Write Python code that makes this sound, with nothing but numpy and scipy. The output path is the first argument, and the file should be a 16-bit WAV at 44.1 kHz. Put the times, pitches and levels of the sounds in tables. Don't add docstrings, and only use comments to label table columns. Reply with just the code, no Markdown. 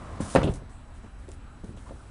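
import sys
import numpy as np
from scipy import signal
from scipy.fft import rfft, irfft
from scipy.io import wavfile

SR = 44100
rng = np.random.default_rng(int(sys.argv[2]) if len(sys.argv) > 2 else 0)


def put_to_file(sound):
    columns = np.atleast_2d(sound).T
    safe = np.clip(columns, -1, 1)
    whole_steps = np.round(safe * 32767)
    wavfile.write(sys.argv[1], SR, whole_steps.astype(np.int16))


N = 92610
TIME = np.arange(N) / SR
CUTOFF_HZ = 10300


def from_db(db):
    return 10 ** (np.asarray(db) / 20)


def rms_one(sound):
    return sound / np.sqrt(np.mean(sound ** 2) + 1e-20)


def at_hz(table, hz):
    pitches, values = np.transpose(table)
    return np.interp(np.log(hz), np.log(pitches), values)


def filt(sound, hz, kind, order=2):
    return signal.sosfilt(signal.butter(order, hz, kind, fs=SR, output="sos"), sound + 1e-18)


def drift(steps_per_s):
    return np.interp(TIME * steps_per_s, np.arange(400), rng.standard_normal(400))


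def noise_bands(spectrum):
    edges = 18 * 2 ** (np.arange(20) / 2)
    centres = np.sqrt(edges[1:] * edges[:-1])
    hz = np.maximum(np.fft.rfftfreq(N, 1 / SR), 1)
    shaped = rfft(rng.standard_normal(N)) * from_db(at_hz(spectrum, hz))
    in_band = (hz >= edges[:-1, None]) & (hz < edges[1:, None])
    bands = irfft(shaped * in_band, N)
    return centres, bands / bands.sum(0).std()


def add(out, start_s, sound):
    i = int(start_s * SR)
    out[i:i + len(sound)] += sound[:N - i]


def outdoors():
    # pitch_hz, relative_db
    air_colour = [(20, -2), (42, 1), (80, -4), (120, -8.5), (160, -20), (250, -15), (330, -23), (500, -28),
                  (800, -25), (1400, -28.5), (2200, -36.5), (4200, -45), (6500, -48), (8200, -48),
                  (10500, -46.5)]
    # pitch_hz, level_db
    whines = [(3950, -75.5), (7900, -74.5)]
    air_db, flicker_db, pitch_waver = -43.5, 1.82, 0.00696
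    _, bands = noise_bands(air_colour)
    air = sum(band * from_db(flicker_db * drift(17)) for band in bands)
    tones = np.zeros(N)
    for pitch_hz, level_db in whines:
        wavering_hz = pitch_hz * (1 + pitch_waver * drift(170))
        tones += from_db(level_db) * np.sin(2 * np.pi * np.cumsum(wavering_hz) / SR)
    return from_db(air_db) * air + tones


def strokes(rows, rise_s=0.00067, fade_s=0.015):
    loudness = np.zeros(N)
    for start_s, end_s, start_db, end_db in rows:
        level = from_db(np.interp(TIME, [start_s, end_s], [start_db, end_db]))
        rise = np.clip((TIME - start_s) / rise_s, 0, 1)
        fade = np.exp(-np.maximum(TIME - end_s, 0) / fade_s)
        loudness += level * rise * fade
    return loudness


def squeals():
    # start_s, end_s, pitch_hz, width_hz, level_db
    slips = [(0.705, 0.792, 8100, 885, -68), (1.866, 1.886, 1036, 86, -54)]
    out = np.zeros(N)
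    for start_s, end_s, pitch_hz, width_hz, level_db in slips:
        band_hz = (pitch_hz - width_hz / 2, pitch_hz + width_hz / 2)
        squeal = rms_one(filt(rng.standard_normal(N), band_hz, "band"))
        out += strokes([(start_s, end_s, level_db, level_db)]) * squeal
    return out


def friction(spectrum, slips_per_s=6000, spread_db=1.5):
    slips = (rng.random(N) < slips_per_s / SR) * rng.choice([-1, 1], N)
    strength = from_db(spread_db * np.minimum(rng.exponential(1, N), 5))
    hz = np.maximum(np.fft.rfftfreq(N, 1 / SR), 1)
    rubbing = irfft(rfft(slips * strength) * from_db(at_hz(spectrum, hz)), N)
    return rms_one(filt(filt(rubbing, 84, "high"), CUTOFF_HZ, "low"))


def scraping():
    # start_s, end_s, start_db, end_db
    slides = [(0.205, 0.300, -45, -45.5), (0.300, 0.352, -47.5, -41), (0.365, 0.415, -65, -55.5),
              (0.438, 0.444, -42, -48.5), (0.445, 0.520, -67, -54.5), (0.537, 0.553, -41.5, -56.5),
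              (0.555, 0.585, -53.5, -63), (0.695, 0.800, -61.5, -78), (0.935, 0.980, -67, -62.5),
              (1.185, 1.265, -68, -69), (1.290, 1.340, -64, -59), (1.642, 1.720, -62.5, -67),
              (1.765, 2.100, -62.5, -66)]
    # pitch_hz, relative_db
    hiss_colour = [(1000, 0), (2500, -5), (4500, -4), (5800, -1.5), (7300, -1), (8800, 3), (10500, 3.5)]
    # start_s, end_s, start_db, end_db
    drags = [(0.0, 0.20, -41.5, -41), (0.20, 0.35, -39.5, -41.5), (1.862, 1.895, -53, -44.5)]
    # pitch_hz, relative_db
    grumble_colour = [(70, 14.5), (120, -0.5), (230, 1), (450, -9), (680, -5), (820, -10), (1050, -3.5),
                      (1500, -14.5), (2500, -23), (5000, -31), (10000, -31)]
    return strokes(slides) * friction(hiss_colour) + strokes(drags) * friction(grumble_colour)


def metal_clicks():
    # start_s, click_db, top_hz, chatter_db
    taps = [(0.2050, -47, 10000, -46), (0.3511, -19, 9100, -27), (0.3590, -20, 8900, -36),
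            (0.3708, -25.5, 8000, -54), (0.386, -33, 8000, -51), (0.3946, -34, 7000, -50),
            (0.432, -23, 5040, -25), (0.4735, -37, 3200, -31), (0.4795, -30, 3200, -42),
            (1.2813, -46, 10100, -59), (1.2896, -40, 10100, -57), (1.3169, -36, 10200, -57),
            (1.321, -53, 10000, -62), (1.644, -45.5, 10000, -55), (1.7730, -50, 5000, -46.5)]
    click_low_hz, click_fade_s = 3200, 0.00085
    chatter_band_hz, chatter_fade_s = (2500, 3710), 0.019
    out, t = np.zeros(N), TIME[:SR // 10]
    for start_s, click_db, top_hz, chatter_db in taps:
        click = rng.standard_normal(len(t)) * np.exp(-t / click_fade_s)
        click = filt(filt(click, click_low_hz, "high"), top_hz, "low")
        chatter = rng.standard_normal(len(t)) * np.exp(-t / chatter_fade_s)
        chatter = filt(chatter, chatter_band_hz, "band")
        add(out, start_s, from_db(click_db) * click + from_db(chatter_db) * chatter)
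    return out


def ring(notes, t):
    pitch_hz, level_db, ring_s = np.transpose(notes)[:, :, None]
    return from_db(level_db - 60 * t / ring_s) * np.sin(2 * np.pi * pitch_hz * t)


def frame_hits():
    # start_s, ring_db, bass_cut_hz, treble_cut_hz, rattle_db
    hits = [(0.2042, -13, 132, 208, -30.5), (0.3511, -9.5, 169, 890, -27.5),
            (0.3588, -12.5, 89.7, 2180, -12.5), (0.3834, -12, 60, 303, -18), (0.4, -15.5, 80, 224, -16.5),
            (0.4156, -44, 80, 1680, -25.5), (0.4305, -22, 90.5, 404, -33), (0.443, -8, 40, 192, -17),
            (0.4566, -29, 40, 280, -19), (0.4727, -30, 39.5, 656, -21.5), (0.4804, -41, 40.2, 277, -29.5),
            (0.496, -9.5, 50.3, 89, -26), (0.616, -44.5, 249, 326, -35.5), (1.040, -43.5, 200, 353, -37),
            (1.284, -40, 220, 325, -31), (1.637, -34, 110, 278, -28.5), (1.692, -29.5, 99, 178, -27.5),
            (1.744, -30, 70, 121, -32.5), (1.772, -51, 150, 1800, -49.5), (1.9084, -32, 234, 490, -34.5)]
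    # pitch_hz, relative_db, ring_s
    panel_notes = [(95, -18.5, 0.27), (129.7, -27, 0.59), (173.4, -18.5, 0.2), (214.3, -13.5, 0.16),
                   (286, -7, 0.037), (297.9, -16.5, .25), (388, -18, 0.04), (549.5, 3.5, 0.032),
                   (611, -11, 0.037), (689, -18.5, 0.17), (767.4, -16.5, 0.11), (886, -10, 0.042),
                   (1020, -28, .09)]
    # pitch_hz, relative_db, ring_s
    tube_notes = [(935, -24.5, .2), (1416, -16.5, 0.1), (1798, -16.5, 0.12), (2200, -31, 0.1),
                  (2578, -12, 0.072), (2924, -22.5, .22), (3282, -26.5, .16), (3916, -19.5, 0.1)]
    # pitch_hz, relative_db
    rattle_colour = [(40, 1), (90, -3.5), (180, 1), (350, 4.5), (600, 0.5), (1200, -4.5), (2000, -11),
                     (3000, -16.5), (5000, -11.5), (10000, -16)]
    # pitch_hz, ring_s
    rattle_times = [(60, 0.51), (250, 0.093), (700, 0.099), (2000, 0.093), (5000, 0.053), (10000, 0.035)]
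    note_scatter_db, rattle_rise_s = 3, 0.00094
    yard_echo_db, yard_echo_s = -13.5, 0.45
    size = SR // 2
    out, t = np.zeros(N), TIME[:size]
    centres, bands = noise_bands(rattle_colour)
    rattle_fade = from_db(-60 * t / at_hz(rattle_times, centres)[:, None])
    echo_fade = from_db(yard_echo_db - 60 * t / yard_echo_s)
    rattle_shape = (rattle_fade + echo_fade) * (1 - np.exp(-t / rattle_rise_s))
    notes = np.vstack([ring(panel_notes, t), -ring(tube_notes, t)])
    for start_s, ring_db, bass_cut_hz, treble_cut_hz, rattle_db in hits:
        offset = int(rng.random() * (N - size))
        ringing = from_db(ring_db + note_scatter_db * rng.standard_normal(len(notes))) @ notes
        rattle = from_db(rattle_db) * (bands[:, offset:offset + size] * rattle_shape).sum(0)
        thump = filt(ringing + rattle, treble_cut_hz, "low")
        add(out, start_s, filt(thump, bass_cut_hz, "high", order=1))
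    return out


def scene():
    return (frame_hits() + metal_clicks() + scraping() + squeals() + outdoors())[None]


def record(dry):
    treble_cut = signal.ellip(10, .3, 70, CUTOFF_HZ, fs=SR, output="sos")
    return signal.sosfilt(treble_cut, np.tanh(dry))


dry = scene()
out = record(dry)
put_to_file(out)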